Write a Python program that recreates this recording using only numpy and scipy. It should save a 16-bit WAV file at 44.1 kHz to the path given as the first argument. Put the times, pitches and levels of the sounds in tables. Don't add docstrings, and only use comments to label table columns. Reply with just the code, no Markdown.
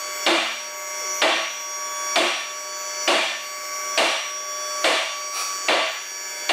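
import sys
import numpy as np
from scipy import signal
from scipy.fft import rfft, irfft
from scipy.io import wavfile
from scipy.ndimage import uniform_filter1d

SR = 44100
rng = np.random.default_rng(int(sys.argv[2]) if len(sys.argv) > 2 else 0)


def int16_out(signal):
    q = np.round(np.clip(np.atleast_2d(signal).T, -1, 1) * 32767)
    wavfile.write(sys.argv[1], SR, q.astype(np.int16))


def boost_factor(decibels):
    exponent = np.asarray(decibels, float) / 20
    return 10 ** exponent


N = 287868
SHAFT_HZ = 94.443

# frequency in Hz, level in dB per Hz.
RUSH_COLOUR = [(20, -48), (100, -1.5), (200, -25), (350, -8), (600, -8), (1000, -8.5), (1600, -6.5),
               (2300, -7.5), (3000, -9.5), (3800, -17), (6000, -14.5), (8000, -18.5), (11000, -30),
               (16000, -31)]


def pump(others_db=1.5, flutter_db=0.6, high_flutter_db=2.0, unsteady=0.00015):
    # multiple of the shaft speed, level in
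    # dB rms.
    plain_tones = [(17, -49.9), (47, -58.2), (54, -56.2), (56, -59.3), (57, -59.4), (63, -53.7),
                   (64, -54.9), (66, -56.0), (68, -59.8), (82, -54.1), (96, -54.5), (108, -57.3),
                   (118, -71.8), (120, -60.8), (132, -61.1), (134, -66.2), (139, -64.7),
                   (143, -57.5), (146, -64.9), (148, -70), (149, -63.2), (151, -69), (153, -71.7),
                 (155, -66.2), (156, -65.7), (157, -67.1), (162, -66.3),
                   (4, -56), (14, -49.5), (16, -51), (46, -52.5), (49, -53.5), (50, -86), (122, -65)]
    # multiple of the shaft speed, level
    # in dB rms.
    echoing_tones = [(12, -33.8), (60, -34.1), (62, -40.3), (48, -39.0), (58, -43.7), (72, -42.8), (24, -42.6),
                     (10, -46.4), (36, -49.1), (84, -52.0),
                     (70, -46.0), (74, -45.4), (22.24, -42.4), (18, -40.5), (145, -48.4), (144, -60.8),
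                  (59, -45.4), (61, -49.6)]
    wander_db, echoing_db = 2.2, 0.1
    echoing_flutter_share = 0.95

    t = np.arange(N) / SR
    others = plain_tones
    slow_t, wander = drift(4.3, count=len(others))
    tones = []  # multiple, level curve in dB, share of the flutter
    for (order, db), curve in zip(others, wander):
        tones.append((order, db + others_db + wander_db * curve, 1))
    for order, db in echoing_tones:
        beat_db = 20 * np.log10(abs(paths(order, slow_t)) + 0.03)
        tones.append((order, db + echoing_db + beat_db, echoing_flutter_share))

    flutter = drift(30, count=len(tones) + 1)[1]
    speed_wobble = 1 + unsteady * np.interp(t, slow_t, flutter[-1])
    turns = np.cumsum(shaft_hz(t) * speed_wobble) / SR
    whine = np.zeros(N)
    for (order, db, share), curve, start in zip(tones, flutter, rng.random(len(tones))):
        db = db + share * (flutter_db + high_flutter_db * order / 100) * curve
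        echo_phase = np.unwrap(np.angle(paths(order, slow_t)))
        phase = 2 * np.pi * (order * turns + start) + np.interp(t, slow_t, echo_phase)
        whine += np.interp(t, slow_t, boost_factor(db)) * np.sin(phase)
    return np.sqrt(2) * whine


def shaft_hz(t):
    return SHAFT_HZ + 0.0999 * t + 0.00425 * t ** 2


def paths(order, t):
    # multiple of the shaft speed, echo level in dB,
    # beats per second, time in step in seconds.
    car_echoes = [(12, -0.5, -0.287, 1.65), (12, -13.7, 0.622, 3.74), (12, -1.6, -0.238, 3.5),
                  (60, -5.0, 0.346, 1.63), (60, -8.1, 1.054, 3.33), (60, -10.6, -0.55, 2.22),
                  (62, -1.9, 1.1, 3.16), (62, -4.4, -0.122, 1.79), (62, -0.5, 0.588, 2.94),
                  (48, -13.3, 1.693, 2.84), (48, -6.1, -0.058, 10.19), (48, -6.2, 0.395, 2.71),
                  (58, -1.9, 1.374, 3.16), (58, -6.5, -1.316, 2.73), (58, -4.4, 0.177, 4.47),
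                  (72, -16.2, -1.682, 3.23), (72, -9.7, -0.341, 2.94), (72, -15.6, 1.094, 2.79),
                  (24, -13.2, -1.037, 3.11), (24, -7.9, -0.717, 2.36), (24, -10.9, 0.64, 3.46),
                  (10, -5.3, 0.157, 1.28), (10, -12.1, 0.888, 3.03), (10, -8.8, -0.138, 2.26),
                  (36, -4.6, -1.58, 2.73), (36, -4.7, 0.717, 3.08), (36, -4.2, 0.411, 1.8),
                  (84, -3.2, -0.591, 3.66), (84, -0.5, -0.351, 3.01), (84, -6.6, 0.939, 3.41),
                  (70, -1.6, -0.181, 1.33), (70, -10.5, 1.051, 3.01), (70, -4.6, -0.508, 3.37),
                   (74, -7.2, 1.11, 3.0), (74, -10.3, -0.737, 3.3), (74, -14.2, 0.242, 2.47),
                   (22.24, -13.0, -1.427, 2.94), (22.24, -7.2, 0.378, 3.99), (22.24, -4.8, -0.026, -11.21),
                   (18, -16.0, -0.826, 3.28), (18, -0.5, 0.051, 12.59), (18, -7.8, 0.132, 2.64),
                   (145, -19.7, 1.405, 3.09), (145, -4.5, -0.041, -8.39), (145, -17.8, -1.729, 3.19),
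                   (144, -8.5, -1.798, 3.07), (144, -0.5, 0.387, 4.01), (144, -2.0, -0.832, 2.6),
                   (59, -4.9, -0.073, 9.59), (59, -12.3, 1.679, 2.8), (59, -17.6, -0.475, 4.01),
                   (61, -11.2, -0.743, 3.47), (61, -6.1, 1.057, 3.11), (61, -6.5, -0.164, 3.43)]
    total = 1 + 0 * t
    for echo_order, db, beat_hz, in_step_s in car_echoes:
        if echo_order == order:
            total = total + boost_factor(db) * np.exp(2j * np.pi * beat_hz * (t - in_step_s))
    return total


def shaft_buzz(level_db=-46, spread_db=5, swell_db=3):
    t = np.arange(N) / SR
    orders = np.arange(2049)
    slow_t, swell = drift(2.68, count=3)
    sizes_db = read(RUSH_COLOUR, orders * SHAFT_HZ) + spread_db * rng.standard_normal(len(orders))
    sizes = boost_factor(sizes_db) * (orders < 166)
    patterns = irfft(sizes * np.exp(2j * np.pi * rng.random((3, len(orders)))))
    place = np.cumsum(shaft_hz(t)) / SR % 1 * patterns.shape[1]
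    buzz = np.zeros(N)
    for pattern, curve in zip(patterns, swell):
        repeated = np.interp(place, np.arange(len(pattern)), pattern, period=len(pattern))
        buzz += np.interp(t, slow_t, boost_factor(swell_db * curve)) * repeated
    return boost_factor(level_db) * evened(buzz)


def latch(strength_db=2):
    # time in seconds, level in dB rms, low thud in dB, arm ring in dB, brightness in dB.
    blows = [
        (0.2636, -9, -6, -3.5, 1),
        (1.218, -9.5, -10, -2.5, 0),
        (2.1577, -11.5, -10.5, -4.5, 2),
        (3.0768, -10.5, -9.5, -3, 1.5),
        (3.9755, -12, -17, -3, 2.5),
        (4.8423, -12, -20, -1.5, 2.5),
        (5.684, -12, -19, -0.5, -0.5),
        (6.4923, -16.5, -16, -13, 1.5),
    ]
    out = np.zeros(N + SR)
    for start_s, db, *colour in blows:
        start = round((start_s - 0.0022) * SR)
        out[start:][:SR] += boost_factor(db + strength_db) * clack(*colour)
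    return out[:N]


def clack(thud_db, ring_db, bright_db, modes_db=-1.5, direct_db=-20):
    # frequency in Hz, level in dB per Hz.
    knock_colour = [(40, -50), (160, -53), (220, -11.5), (340, 6), (460, -5.5), (640, 6), (900, -2.5),
                    (1500, -7.5), (2200, -6.5), (3300, -9), (4500, -16), (5200, -20), (8500, -23.5),
                    (11000, -35.5), (13000, -42), (15900, -60)]
    # frequency in Hz, level in dB, time to fall 60 dB in s.
    steel_tones = [(239, -15, 0.65), (343, 14, 0.13), (561, 10, 0.037), (646.7, 3.5, 0.15),
                   (855, -8, 0.058), (1147.5, -1, 0.13), (1800, -13, 0.25), (2038, -14, 0.25),
                   (2340, 3.5, 0.032), (2795, 4, 0.022), (3227, -8.5, 0.11), (3495, -2.5, 0.061),
                   (4044, -7, 0.04), (4413, -4, 0.035)]
    t = np.arange(SR) / SR
    hz, db, t60 = np.transpose(steel_tones)
    db = db + thud_db * (hz < 450) + ring_db * ((hz > 450) & (hz < 1300))
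    hz = hz * (1 + 0.01 * rng.standard_normal(len(hz)))
    fading = boost_factor(db[:, None] - 60 * t / t60[:, None])
    steel = (fading * np.sin(2 * np.pi * hz[:, None] * t)).sum(0)

    knock = coloured(tail(SR), knock_colour, bright_db)
    straight = boost_factor(direct_db) * (t == 0)
    rung = signal.fftconvolve(steel, straight + tail(SR))[:SR]
    blow = evened(evened(knock) + boost_factor(modes_db) * evened(rung))
    blow *= np.minimum(t / 0.0044, 1)
    blow *= 1 + 0.2 * np.exp(-t / 0.027)
    floor = boost_factor(-15) * np.sin(2 * np.pi * 74 * t) * np.exp(-((t - 0.15) / 0.054) ** 2)
    return floor + blow


def tail(size, bass_cycles=5, treble_s=0.00063, fade_db=45):
    # frequency in Hz, time to fall 60 dB in seconds.
    room_t60 = [(100, 0.23), (350, 0.3), (700, 0.45), (1200, 0.67), (2800, 0.8), (6000, 0.7), (12000, 0.54)]
    hz, t, bands = signal.stft(rng.standard_normal(size), SR, nperseg=256, noverlap=192)
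    rise = (1 - np.exp(-t * np.maximum(hz, 150)[:, None] / bass_cycles)) ** 2
    rise *= 1 - (hz[:, None] > 5500) * np.exp(-t / 0.0061)
    fall = boost_factor(-60 * t / read(room_t60, hz)[:, None])
    echoes = signal.istft(bands * rise * fall, SR, nperseg=256, noverlap=192)[1][:size]
    seconds = np.arange(size) / SR
    echoes *= 1 - np.exp(-seconds / treble_s)
    echoes *= boost_factor(-fade_db * seconds ** 2)
    return echoes / np.linalg.norm(echoes)


def air_valve():
    # time in seconds, level in dB rms.
    puff_level = [
        (5.29, -58),
        (5.345, -30),
        (5.375, -27),
        (5.415, -26.5),
        (5.45, -56),
        (5.5, -75),
    ]
    # frequency in Hz, level in dB.
    puff_colour = [(200, -22), (800, -0.5), (1000, -10), (1210, 5), (1450, -4), (1900, -13), (2400, 2),
                   (2750, -3.5), (3100, -12), (3600, -6), (4200, -6), (9000, -9.5), (13000, -17),
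                   (16000, -19)]
    t = np.arange(N) / SR
    hiss = evened(coloured(rng.standard_normal(N), puff_colour))
    return hiss * boost_factor(np.interp(t, *np.transpose(puff_level), left=-120, right=-120))


def steel_groan():
    # time in seconds, pitch in Hz, peak level in dB.
    groan_path = [
        (0.979, 560, -75),
        (1.019, 510, -37.5),
        (1.06, 400, -45),
        (1.12, 296, -54),
        (1.16, 290, -75),
    ]
    t = np.arange(N) / SR
    s, hz, db = np.transpose(groan_path)
    phase = 2 * np.pi * np.cumsum(np.interp(t, s, hz)) / SR
    return boost_factor(np.interp(t, s, db, left=-120, right=-120)) * np.sin(phase)


def with_echoes(x):
    return x + signal.fftconvolve(x, tail(SR))[:N]


def motor_hum():
    # time in seconds, level in dB rms.
    hum_level = [(0, -40), (.75, -36.5), (1.7, -40), (2.6, -37.5), (3.55, -38.5), (3.85, -39), (4.45, -37),
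                 (4.72, -35), (5.3, -37), (5.4, -48.5), (6.1, -50), (6.5, -41)]
    # frequency in Hz, level in dB rms.
    coil_tones = [(1400, -57.5), (1501, -60.5), (2304, -48)]
    t = np.arange(N) / SR
    hum = boost_factor(np.interp(t, *np.transpose(hum_level))) * np.sin(2 * np.pi * 600.6 * t)
    slow_t, wander = drift(5, count=len(coil_tones))
    for (hz, db), curve in zip(coil_tones, wander):
        hum += np.interp(t, slow_t, boost_factor(db + 3.0 * curve)) * np.sin(2 * np.pi * hz * t)
    return np.sqrt(2) * hum


def oil_rush(level_db=-37.5):
    t = np.arange(N) / SR
    slow_t, wander = drift(5, count=1)
    rush = evened(coloured(rng.standard_normal(N), RUSH_COLOUR))
    rush *= np.interp(t, slow_t, boost_factor(level_db + 0.27 * wander[0]))
    turns = np.cumsum(shaft_hz(t)) / SR
    return rush * (1 + 0.35 * np.cos(2 * np.pi * 2 * turns))


def drift(rate_hz, count):
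    t = np.arange(N // 441 + 2) / 100
    hz = np.geomspace(rate_hz / 12, rate_hz, num=16)
    starts = rng.random((count, len(hz), 1))
    waves = np.sin(2 * np.pi * (hz[:, None] * t + starts)) / np.sqrt(hz)[:, None]
    return t, waves.sum(1) / np.sqrt(np.sum(0.5 / hz))


def evened(x):
    return x / np.sqrt(np.mean(abs(x) ** 2) + 1e-20)


def read(points, hz):
    f, value = np.transpose(points)
    return np.interp(np.log(hz + 1), np.log(f + 1), value)


def coloured(x, points, tilt_db=0):
    hz = np.fft.rfftfreq(len(x), 1 / SR)
    gain_db = read(points, hz) + tilt_db * np.log2(np.maximum(hz / 2000, 1))
    return irfft(rfft(x) * boost_factor(gain_db), len(x))


def scene():
    machine = pump() + shaft_buzz() + motor_hum() + oil_rush()
    return (machine + latch() + with_echoes(air_valve() + steel_groan()))[None]


def band_limit(x):
    return signal.sosfilt(signal.butter(12, 16010, fs=SR, output="sos"), x)


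def record(dry):
    power_db = 10 * np.log10(abs(uniform_filter1d(dry[0] ** 2, size=331, origin=60)) + 1e-12)
    cut_db = 0
    for share, knee_db, release_s, left_db in ((0.48, -27.0, 0.49, 3.0), (0.38, -12, 0.073, 0.1)):
        cut = np.maximum(share * (power_db - knee_db), 1e-3)
        cut[0] = left_db
        release = np.arange(N) / SR / release_s
        cut_db = cut_db + np.exp(np.maximum.accumulate(np.log(cut) + release) - release)
    held = dry / boost_factor(uniform_filter1d(cut_db, size=221))

    bass_cut = signal.butter(6, 200, "high", fs=SR, output="sos")
    thin = signal.sosfilt(bass_cut, held) + boost_factor(-33) * held
    thin = 0.73 * np.tanh(thin / 0.66) + 0.005 * thin ** 2
    thin = signal.sosfilt(signal.butter(1, 90, "high", fs=SR, output="sos"), thin)

    rumble = signal.sosfilt(signal.butter(2, 150, fs=SR, output="sos"), rng.standard_normal(N))
    heard = thin + boost_factor(-76.5 - cut_db) * evened(rumble)
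    treble_cut = signal.firwin(1023, 15700, window=("kaiser", 9), fs=SR)
    heard = signal.oaconvolve(heard, treble_cut[None], "same")
    return band_limit(heard)


dry = scene()
out = record(dry)
int16_out(out)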